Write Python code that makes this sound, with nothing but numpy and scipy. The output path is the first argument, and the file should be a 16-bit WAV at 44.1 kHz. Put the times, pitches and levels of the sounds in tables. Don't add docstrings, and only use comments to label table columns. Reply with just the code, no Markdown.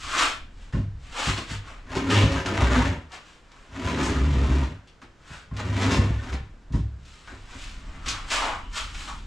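import sys
import numpy as np
from scipy import signal
from scipy.fft import rfft, irfft, next_fast_len
from scipy.io import wavfile
from scipy.ndimage import uniform_filter1d, minimum_filter1d, map_coordinates

SR = 44100
rng = np.random.default_rng(int(sys.argv[2]) if len(sys.argv) > 2 else 0)


def wav_out(sig):
    wavfile.write(sys.argv[1], SR, np.round(np.clip(np.atleast_2d(sig).T, -1, 1) * 32767).astype(np.int16))


N = 408366

# f/Hz, gain/dB
AIR_TONE = [(35, -49), (60, -12), (163, -6), (215, -11.5), (285, -11), (829, -18), (1630, -17), (1960, -22),
            (3340, -27.5), (7540, -34.5), (15500, -68.5)]
# f/Hz, gain/dB
RUMBLE_TONE = [(12, -5), (23, -9.5), (31, 4), (40, -0.5), (52, -7.5), (66, -5.5), (110, -17.5),
               (160, -23.5), (270, -21.5), (500, -48.5), (900, -90)]
# t/s, level/dB
RUMBLE_LEVEL = [(0.0, -42), (2.86, -44.5), (3.14, -60.5), (4.38, -42), (4.93, -59.5), (6.22, -43),
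                (7.17, -53), (7.71, -38.5), (8.77, -37.5), (9.26, -38)]
# peak t/s, rise/s, fall/s, rub level/dB, fine grit over rub/dB, hollow f/Hz, hollow share
SCUFFS = [ (.05, 0.1442, 0.2707, -52, 12.5, 1292, 0.68), (0.221, 0.153, 0.11599, -21.5, -2, 1312, 0.52),
          (.63, 0.1516, 0.1922, -59, 1.5, 1299, 0.14), (1.06, 0.08595, 0.0931, -58, 4.5, 1298, 0.09),
          (1.199, 0.0862, 0.1478, -30.5, -0.5, 730, 0.36), (1.28, 0.1016, 0.10806, -30.5, 1.5, 1201, 0.1),
          (1.385, 0.03933, 0.07543, -37, 0, 1311, 0), (1.519, 0.07252, 0.08012, -38.5, 1.5, 1483, 0.35),
          (1.68, 0.0741, 0.1807, -45, -7, 1329, 0.1), (3.143, 0.04346, 0.08758, -41, -5.5, 869.6, 0.47),
          (3.28, 0.09125, 0.17484, -56, 2, 1000, 0.1), (3.56, 0.1856, 0.908, -55, -6, 1098, 0.29),
          (5.34, 0.12736, 0.13028, -44.5, -2.5, 1530, .4), (7.1, 0.1254, 0.66, -60.5, 6.5, 1300, 0.87),
          (7.3, 0.08305, 0.1394, -49, -4, 1210, 0.05), (7.54, 0.15, 0.04074, -48, -13, 1311, 0.06),
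          (7.639, 0.2429, 0.2157, -50.5, 6.5, 1401, 0.25), (7.98, 0.5247, 0.4476, -50.5, -5.5, 1299, 0.09),
          (8.091, 0.06079, 0.2276, -36.5, -3, 1278, 0.73), (8.333, 0.05011, 0.11317, -28, 3, 893.5, 0.19),
          (8.431, 0.1014, 0.1797, -25.5, -10, 985.1, 0.81),
          (8.51, 0.0297, 0.08744, -34.5, -25.5, 876.4, 0.69),
          (8.776, 0.0554, 0.10838, -34, 2.5, 1237, 0.77), (9.02, 0.2441, 0.2569, -46.5, 4.5, 1203, 0.57),
          (9.089, 0.0351, 0.06385, -35, -6.5, 1104, 0.9), ]
# f/Hz, gain/dB
SOLE_TONE = [(120, -34.5), (200, -11.5), (240, -9.5), (298, -3), (371, -9.5), (506, -8), (641, -6),
             (742, -7.5), (1130, -2.5), (1590, -4), (2900, -5), (6130, -13), (7620, -12), (15500, -55)]
# t/s, level/dB, centre f/Hz, width/Hz, length/s
CRUNCHES = [(0.725, -45.5, 1079, 1600, 0.08592), (1.375, -34, 3364, 3001, 0.01171),
            (1.675, -46, 1219, 160, 0.0379), (1.952, -35.5, 1599, 1500, 0.03),
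            (2.099, -27.5, 2735, 1343, 0.15687), (2.32, -33.5, 2096, 2198, 0.02143),
            (2.459, -29, 1504, 1750, 0.02119), (3.118, -44.5, 2400, 2500, 0.04),
            (3.517, -52.5, 2928, 2530, 0.01141), (3.974, -30, 882, 299.4, 0.03223),
            (4.029, -38, 6990, 3500, 0.0693), (4.158, -31.5, 1240, 248.1, 0.02128),
            (4.873, -55.5, 2997, 2480, 0.03292), (5.017, -46, 1279, 802, 0.0334),
            (5.566, -41, 3246, 3509, 0.01441), (5.592, -40, 1687, 700, 0.0151),
            (5.813, -32.5, 2100, 1800, 0.05404), (5.911, -35, 4000, 4493, 0.091),
            (6.328, -39, 2000, 1483, 0.03), (6.723, -50.5, 3200, 5500, 0.08553),
            (7.051, -53.5, 2935, 3043, 0.02312), (7.274, -42.5, 1335, 450, 0.02529),
            (8.06, -33.5, 2392, 2444, 0.06056), (8.082, -27, 4646, 3533, 0.03504),
            (8.302, -31, 2995, 3497, 0.0353), (8.63, -51.5, 2917, 150, 0.0653),
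            (8.728, -44, 3506, 2988, 0.03313), (8.945, -40, 2175, 1800, 0.02023)]
# t/s, level/dB, hardness/dB
BUMPS = [(.731, -13.5, -5.5), (.755, -12.5, -27), (.789, -24, -24.5), (1.265, -18, -22), (1.284, -18, -0.5),
         (1.369, -28, 10.5), (1.504, -24.5, -8), (1.961, -24.5, -2.5), (2.226, -12.5, -5),
         (2.799, -17.5, -12.5), (5.018, -44, 11), (5.297, -33.5, -24), (5.51, -24, -5), (5.973, -8, -8.5),
         (5.998, -14, -0.5), (6.33, -25.5, 7), (6.699, -25.5, -32.5), (6.734, -12, -9), (6.758, -15, -17),
         (7.314, -33.5, 5), (7.54, -34.5, 6.5), (8.062, -30.5, 5)]
# f/Hz, width/Hz, gain/dB
RINGING_NOTES = [(49.958, 19.435, -4.5), (66.475, 8.485, 4.5), (96.797, 4.878, -1), (103.39, 5.666, 2),
                 (146.89, 14.324, -3), (177.97, 11.007, -5), (206.22, 7.771, -3.5), (242.76, 16.323, -3),
                 (269.63, 11.19, -0.5), (314.41, 8.242, -7), (341.98, 5.417, -7.5), (372.24, 16.21, -8),
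                 (412.19, 9.58, -11.5), (471.81, 8.67, -12.5), (555.4, 12.62, -15.5), (588.84, 14.56, -19),
                 (674.42, 19.41, -17), (779.97, 20.82, -17.5), (966.7, 86.02, -17.5),
                 (1088.9, 45.51, -13.5), (1419.4, 86.6, -24.5), (1503.5, 11, -20), (1780.2, 240, -23),
                 (2804.5, 41, -28), (3100.8, 87, -36.5)]
# t/s, judder level/dB, drone level/dB, grinding level/dB
SHOVES = [
    [(1.91, -35.5, -44.5, -40.5), (1.94, -43.5, -41, -37), (1.97, -27, -26.5, -29),
     (2.014, -43, -31.5, -39), (2.07, -35, -32.5, -39), (2.118, -24.5, -23.5, -29),
     (2.174, -14.5, -25, -25), (2.26, -19.5, -29.5, -32.5), (2.298, -29, -34, -38),
     (2.364, -20.5, -30.5, -29.5), (2.42, -37.5, -37, -39.5)],
    [(2.48, -28, -28, -32.5), (2.494, -32, -31.5, -32), (2.528, -28, -27.5, -37.5), (2.55, -35, -32, -31),
     (2.628, -15, -29, -27.5), (2.692, -20.5, -30.5, -33), (2.77, -19.5, -27, -24.5),
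     (2.808, -18.5, -31.5, -29), (2.844, -36, -27.5, -31.5), (2.884, -19.5, -31, -32),
     (2.92, -25, -33.5, -38.5)],
    [(3.76, -35.5, -43.5, -40.5), (3.782, -43, -39, -44), (3.812, -46, -36, -41.5),
     (3.866, -22.5, -35, -30), (3.92, -33, -29.5, -35.5), (3.98, -27, -29.5, -33.5),
     (4.006, -30.5, -25, -31), (4.262, -18, -32, -39), (4.602, -18, -28.5, -37), (4.654, -25, -37.5, -39),
     (4.68, -26.5, -38, -46)],
    [(5.6, -34, -37.5, -35), (5.626, -36, -37, -43), (5.686, -25.5, -37.5, -41), (5.86, -25, -25.5, -29),
     (5.886, -18, -23.5, -31.5), (5.914, -28.5, -26, -26), (6.008, -20.5, -25.5, -38),
     (6.18, -24.5, -45, -44.5), (6.27, -50, -43, -43), (6.344, -23.5, -38.5, -41.5), (6.36, -27, -45, -47)],
]
DUST_LEVELS = [-37.5, -39.5, -37, -36.5]
# t/s, rate/Hz
SLIP_RATE = [(1.9, 82.43), (2.12, 98.94), (2.5, 90.206), (2.6, 69.64), (2.75, 54.31), (2.9, 83.6),
             (4.15, 73.464), (4.48, 70), (4.6, 71.332), (5.92, 98.917), (6.08, 66)]
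# f/Hz, gain/dB
GRIND_TONE = [(240, -46.5), (400, 8.5), (511, -6), (577, -3.5), (715, -8.5), (1020, -4.5), (1130, -5),
              (1240, -3), (1320, -5.5), (3510, -14.5), (4630, -20), (7210, -22), (15500, -59.5)]
# start t/s, length/s, f/Hz, level/dB, octave over the main note/dB
GROANS = [(1.929, 0.35645, 272, -27.5, -18), (2.119, 0.3646, 272.6, -35, -2.5),
          (2.171, 0.157, 312.8, -36.5, -21.5), (2.57, 0.3856, 295.9, -42.5, 4),
          (2.718, 0.11238, 255.8, -28, -20), (3.752, 0.073, 275, -36.5, -28.5),
          (3.88, 0.23, 265.4, -31.5, -27), (4.1, 0.25665, 275, -35.5, -20)]
# f/Hz, time/s
ECHO_TIME = [(150, 0.0017), (500, 0.3233), (1100, 0.2858), (3000, 0.3838), (8000, 0.1964), (14000, 0.3094)]
# f/Hz, gain/dB
ECHO_TONE = [(100, -3.5), (250, -10), (600, 3), (3000, 1.5), (12000, 3)]
# f/Hz, side over middle/dB
ECHO_WIDTH = [(100, -62.5), (300, -5.5), (640, -9), (1400, -5), (3000, -1.5), (5000, -8), (7500, -12),
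              (12000, 4.5)]
# f/Hz, left over right/dB
LEFT_LEAN = [(200, 0), (700, 1), (1300, 1.5), (2400, 1.2), (4400, .5), (8100, .8), (13000, 6)]


def amp(db):
    return 10 ** (np.asarray(db) / 20)


def unit(x):
    return x / np.sqrt(np.mean(x ** 2) + 1e-20)


def even(x, size=3000):
    return x / np.sqrt(np.abs(uniform_filter1d(x ** 2, size)) + 1e-6 * np.mean(x ** 2))


def along(points, hz):
    f, v = np.transpose(points)
    return np.interp(np.log(hz + 1), np.log(f + 1), v)


def curve(rows):
    return np.interp(np.arange(N) / SR, *np.transpose(rows))


def wobble(per_s):
    return map_coordinates(rng.standard_normal(int(N * per_s / SR) + 4), [np.arange(N) * per_s / SR])


def filtered(x, response):
    n = x.shape[-1]
    m = next_fast_len(n + SR // 2)
    return irfft(rfft(x, m) * response(np.fft.rfftfreq(m, 1 / SR)), m)[..., :n]


def toned(x, tone):
    return filtered(x, lambda f: amp(along(tone, f)))


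def band(x, low_hz, high_hz, order=3):
    return signal.sosfilt(signal.butter(order, [low_hz, high_hz], "band", fs=SR, output="sos"), x)


def resonance(f, hz, width):
    return 1j * f * width / (hz * hz - f * f + 1j * f * width)


def air():
    both, left, right = toned(rng.standard_normal((3, N)), AIR_TONE)
    hiss = unit(both + .5 * np.array([left, right]))
    rumble = even(toned(rng.standard_normal(N), RUMBLE_TONE), size=9000)
    return amp(-57.5) * hiss + amp(curve(RUMBLE_LEVEL)) * rumble


def grit(per_s, spread_db, clump_db):
    hits = rng.random(N) < per_s / SR
    clicks = hits * rng.standard_normal(N)
    return unit(clicks * amp(spread_db * rng.standard_normal(N) + clump_db * wobble(90)))


def scuffs():
    drop_db, roundness = 20, 1.2512
    t = np.arange(N) / SR
    gains = np.zeros((2, N))
    for peak, rise, fall, db, fine_db, _, _ in SCUFFS:
        near = np.abs(t - peak) < 1
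        away = np.maximum((peak - t[near]) / rise, (t[near] - peak) / fall)
        swell = amp(-drop_db * away ** roundness)
        gains[:, near] = np.hypot(gains[:, near], amp([[db], [db + fine_db]]) * swell)
    return gains


def shoes():
    def dust():
        return toned(grit(per_s=12000, spread_db=1.413, clump_db=1), SOLE_TONE)

    rubbing, fine = scuffs()
    times, *_, hollow_hz, shares = np.transpose(SCUFFS)
    pitch, share = curve(np.c_[times, hollow_hz]), curve(np.c_[times, shares])
    hollow = 0
    for hz in 630 * 2 ** (np.arange(5) / 3):
        nearness = np.sqrt(np.maximum(0, 1 - 3 * np.abs(np.log2(pitch / hz))))
        hollow += nearness * unit(filtered(dust(), lambda f: resonance(f, hz, width=499.3) ** 2))
    plain = unit(band(dust(), 158.94, 2066, order=2))
    rub = np.sqrt(share) * hollow + np.sqrt(1 - share) * plain
    return rubbing * rub + fine * unit(band(dust(), 1985.1, 20000, order=2))


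def crunches():
    out, t = np.zeros(N + SR), np.arange(SR // 3) / SR
    for start, db, hz, width, length in CRUNCHES:
        grains = rng.standard_normal(len(t)) * amp(3.822 * rng.standard_normal(len(t)))
        burst = unit(filtered(grains, lambda f: resonance(f, hz, width) / (1 + (f / 8500) ** 8)))
        fade = np.exp(-(t / length) ** 2)
        out[round(start * SR):][:len(t)] += amp(db) * burst * fade
    return out[:N]


def ringing(force):
    return filtered(force, lambda f: sum((-1) ** k * amp(db) * resonance(f, hz, width)
                                         for k, (hz, width, db) in enumerate(RINGING_NOTES)))


def bumps():
    push_s, rattle_s, rocking_s = 0.0008499, 0.02649, 0.09828
    out, t = np.zeros(N + SR), np.arange(SR // 2) / SR
    for start, db, hard_db in BUMPS:
        push = t / 0.0020257 * np.exp(-t / push_s)
        rattle = rng.standard_normal(len(t)) * np.exp(-t / rattle_s)
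        rocking = band(rng.standard_normal(len(t)), 60.82, 145.43, order=2) * np.exp(-t / rocking_s)
        ring = ringing(push + 0.16254 * rattle + 0.16114 * rocking)
        thud, knock = band(ring, 52.6, 206.78, order=1), band(ring, 231.74, 3400, order=2)
        blow = thud / np.abs(thud).max() + amp(hard_db - 5.5) * knock / np.abs(knock).max()
        out[round(start * SR):][:len(t)] += amp(db) * blow
    return out[:N]


def shoves():
    grip_db_per_s, stop_db_per_s = 318, 160.5
    usual_grinding_db, hiss_growth = -32, 1.0674
    t = np.arange(N) / SR
    gains = 0
    for rows, dust_db in zip(SHOVES, DUST_LEVELS):
        times, *levels = np.transpose(rows)
        judder, drone, grinding = [np.interp(t, times, level) for level in levels]
        hiss = dust_db + hiss_growth * (grinding - usual_grinding_db)
        before, after = np.maximum(0, times[0] - t), np.maximum(0, t - times[-1])
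        fade_db = grip_db_per_s * before + stop_db_per_s * after
        gains = np.maximum(gains, amp(np.array([judder, drone, grinding, hiss]) - fade_db))
    return gains


def slips(scatter):
    cycles = np.cumsum(curve(SLIP_RATE) * np.exp(scatter * wobble(70))) / SR
    return np.diff(np.floor(cycles), prepend=0) * amp(5.656 * wobble(45))


def squeaks(per_s, low_hz, high_hz, life_s):
    out, t = np.zeros(N + SR), np.arange(SR // 8) / SR
    swell = t / life_s * np.exp(-(t / life_s) ** 2)
    for at, pitch, size, glide in rng.random((int(per_s * N / SR), 4)):
        hz = low_hz * (high_hz / low_hz) ** pitch * np.exp(4 * (glide - .5) * t)
        out[int(at * N):][:len(t)] += amp(4.56 * size) * swell * np.sin(2 * np.pi * np.cumsum(hz) / SR)
    return unit(out[:N])


def sliding():
    judder, drone, grinding, hiss = shoves()
    pulses = slips(scatter=.12)
    boom = even(band(ringing(pulses), 47.68, 129.78))
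    shaking = unit(pulses) + grit(per_s=2500, spread_db=0.863, clump_db=0.998)
    panels = even(band(ringing(shaking), 196.15, 574.75))
    after_slip = unit(signal.lfilter([1], [1, -np.exp(-1 / (0.0243 * SR))], np.sqrt(pulses)))
    force = (1 + .5 * after_slip) * grit(per_s=3500, spread_db=0.6667, clump_db=1.7)
    crush = toned(force, GRIND_TONE)
    ring = unit(band(ringing(force), 547.14, 3383))
    squeal = squeaks(per_s=60, low_hz=755.04, high_hz=1890.9, life_s=0.017317)
    rasp = 0.8936 * unit(band(crush, 546.05, 2359)) + 0.2847 * ring + 0.3954 * squeal
    dust = unit(band(crush, 2153.1, 15000))
    return judder * boom + drone * panels + grinding * rasp + hiss * dust


def groans():
    waver, flutter_db = 0.013092, 3.6248
    out = np.zeros(N + SR)
    for start, length, hz, db, octave_db in GROANS:
        size = round(length * SR)
        phase = 2 * np.pi * np.cumsum(hz * (1 + waver * wobble(41.312)[:size])) / SR
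        note = np.sqrt(2) * (np.sin(phase) + amp(octave_db) * np.sin(2 * phase))
        swell = np.sqrt(np.hanning(size)) * amp(db + flutter_db * wobble(29.74)[:size])
        out[round(start * SR):][:size] += swell * note
    return out[:N]


def room(x, count=90):
    direct_db, echo_gain, delay_s = -1.2837, 0.47868, .002
    hz, t, noise = signal.stft(rng.standard_normal((count, 2, SR // 3)), SR, nperseg=256)
    fade = amp(-60 * t / along(ECHO_TIME, hz)[:, None])
    _, tails = signal.istft(noise * fade, SR, nperseg=256)
    echo, hop = np.zeros((2, N + 2 * SR)), N // (count - 1) + 1
    for k, tail in enumerate(tails):
        n = np.arange(max(0, (k - 1) * hop), min(N, (k + 1) * hop))
        piece = x[n] * np.cos(np.pi / 2 * (n / hop - k))
        answer = signal.fftconvolve(piece[None], tail / np.linalg.norm(tail[0]), axes=1)
        echo[:, n[0] + round(delay_s * SR):][:, :answer.shape[1]] += echo_gain * answer
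    middle, side = toned(echo[:, :N], ECHO_TONE)
    side = toned(side, ECHO_WIDTH)
    return amp(direct_db) * x + np.array([middle + side, middle - side])


def scene():
    sound = room(shoes() + crunches() + bumps() + sliding() + groans())
    return filtered(sound, lambda f: amp([along(LEFT_LEAN, f) / 2, -along(LEFT_LEAN, f) / 2])) + air()


def record(dry):
    ceiling, top_hz = .42, 15720
    needed = np.minimum(1, ceiling / (np.abs(dry).max(0) + 1e-9))
    gain = uniform_filter1d(minimum_filter1d(needed, size=1400), size=700)
    return filtered(dry * gain, lambda f: f < top_hz)


dry = scene()
out = record(dry)
wav_out(out)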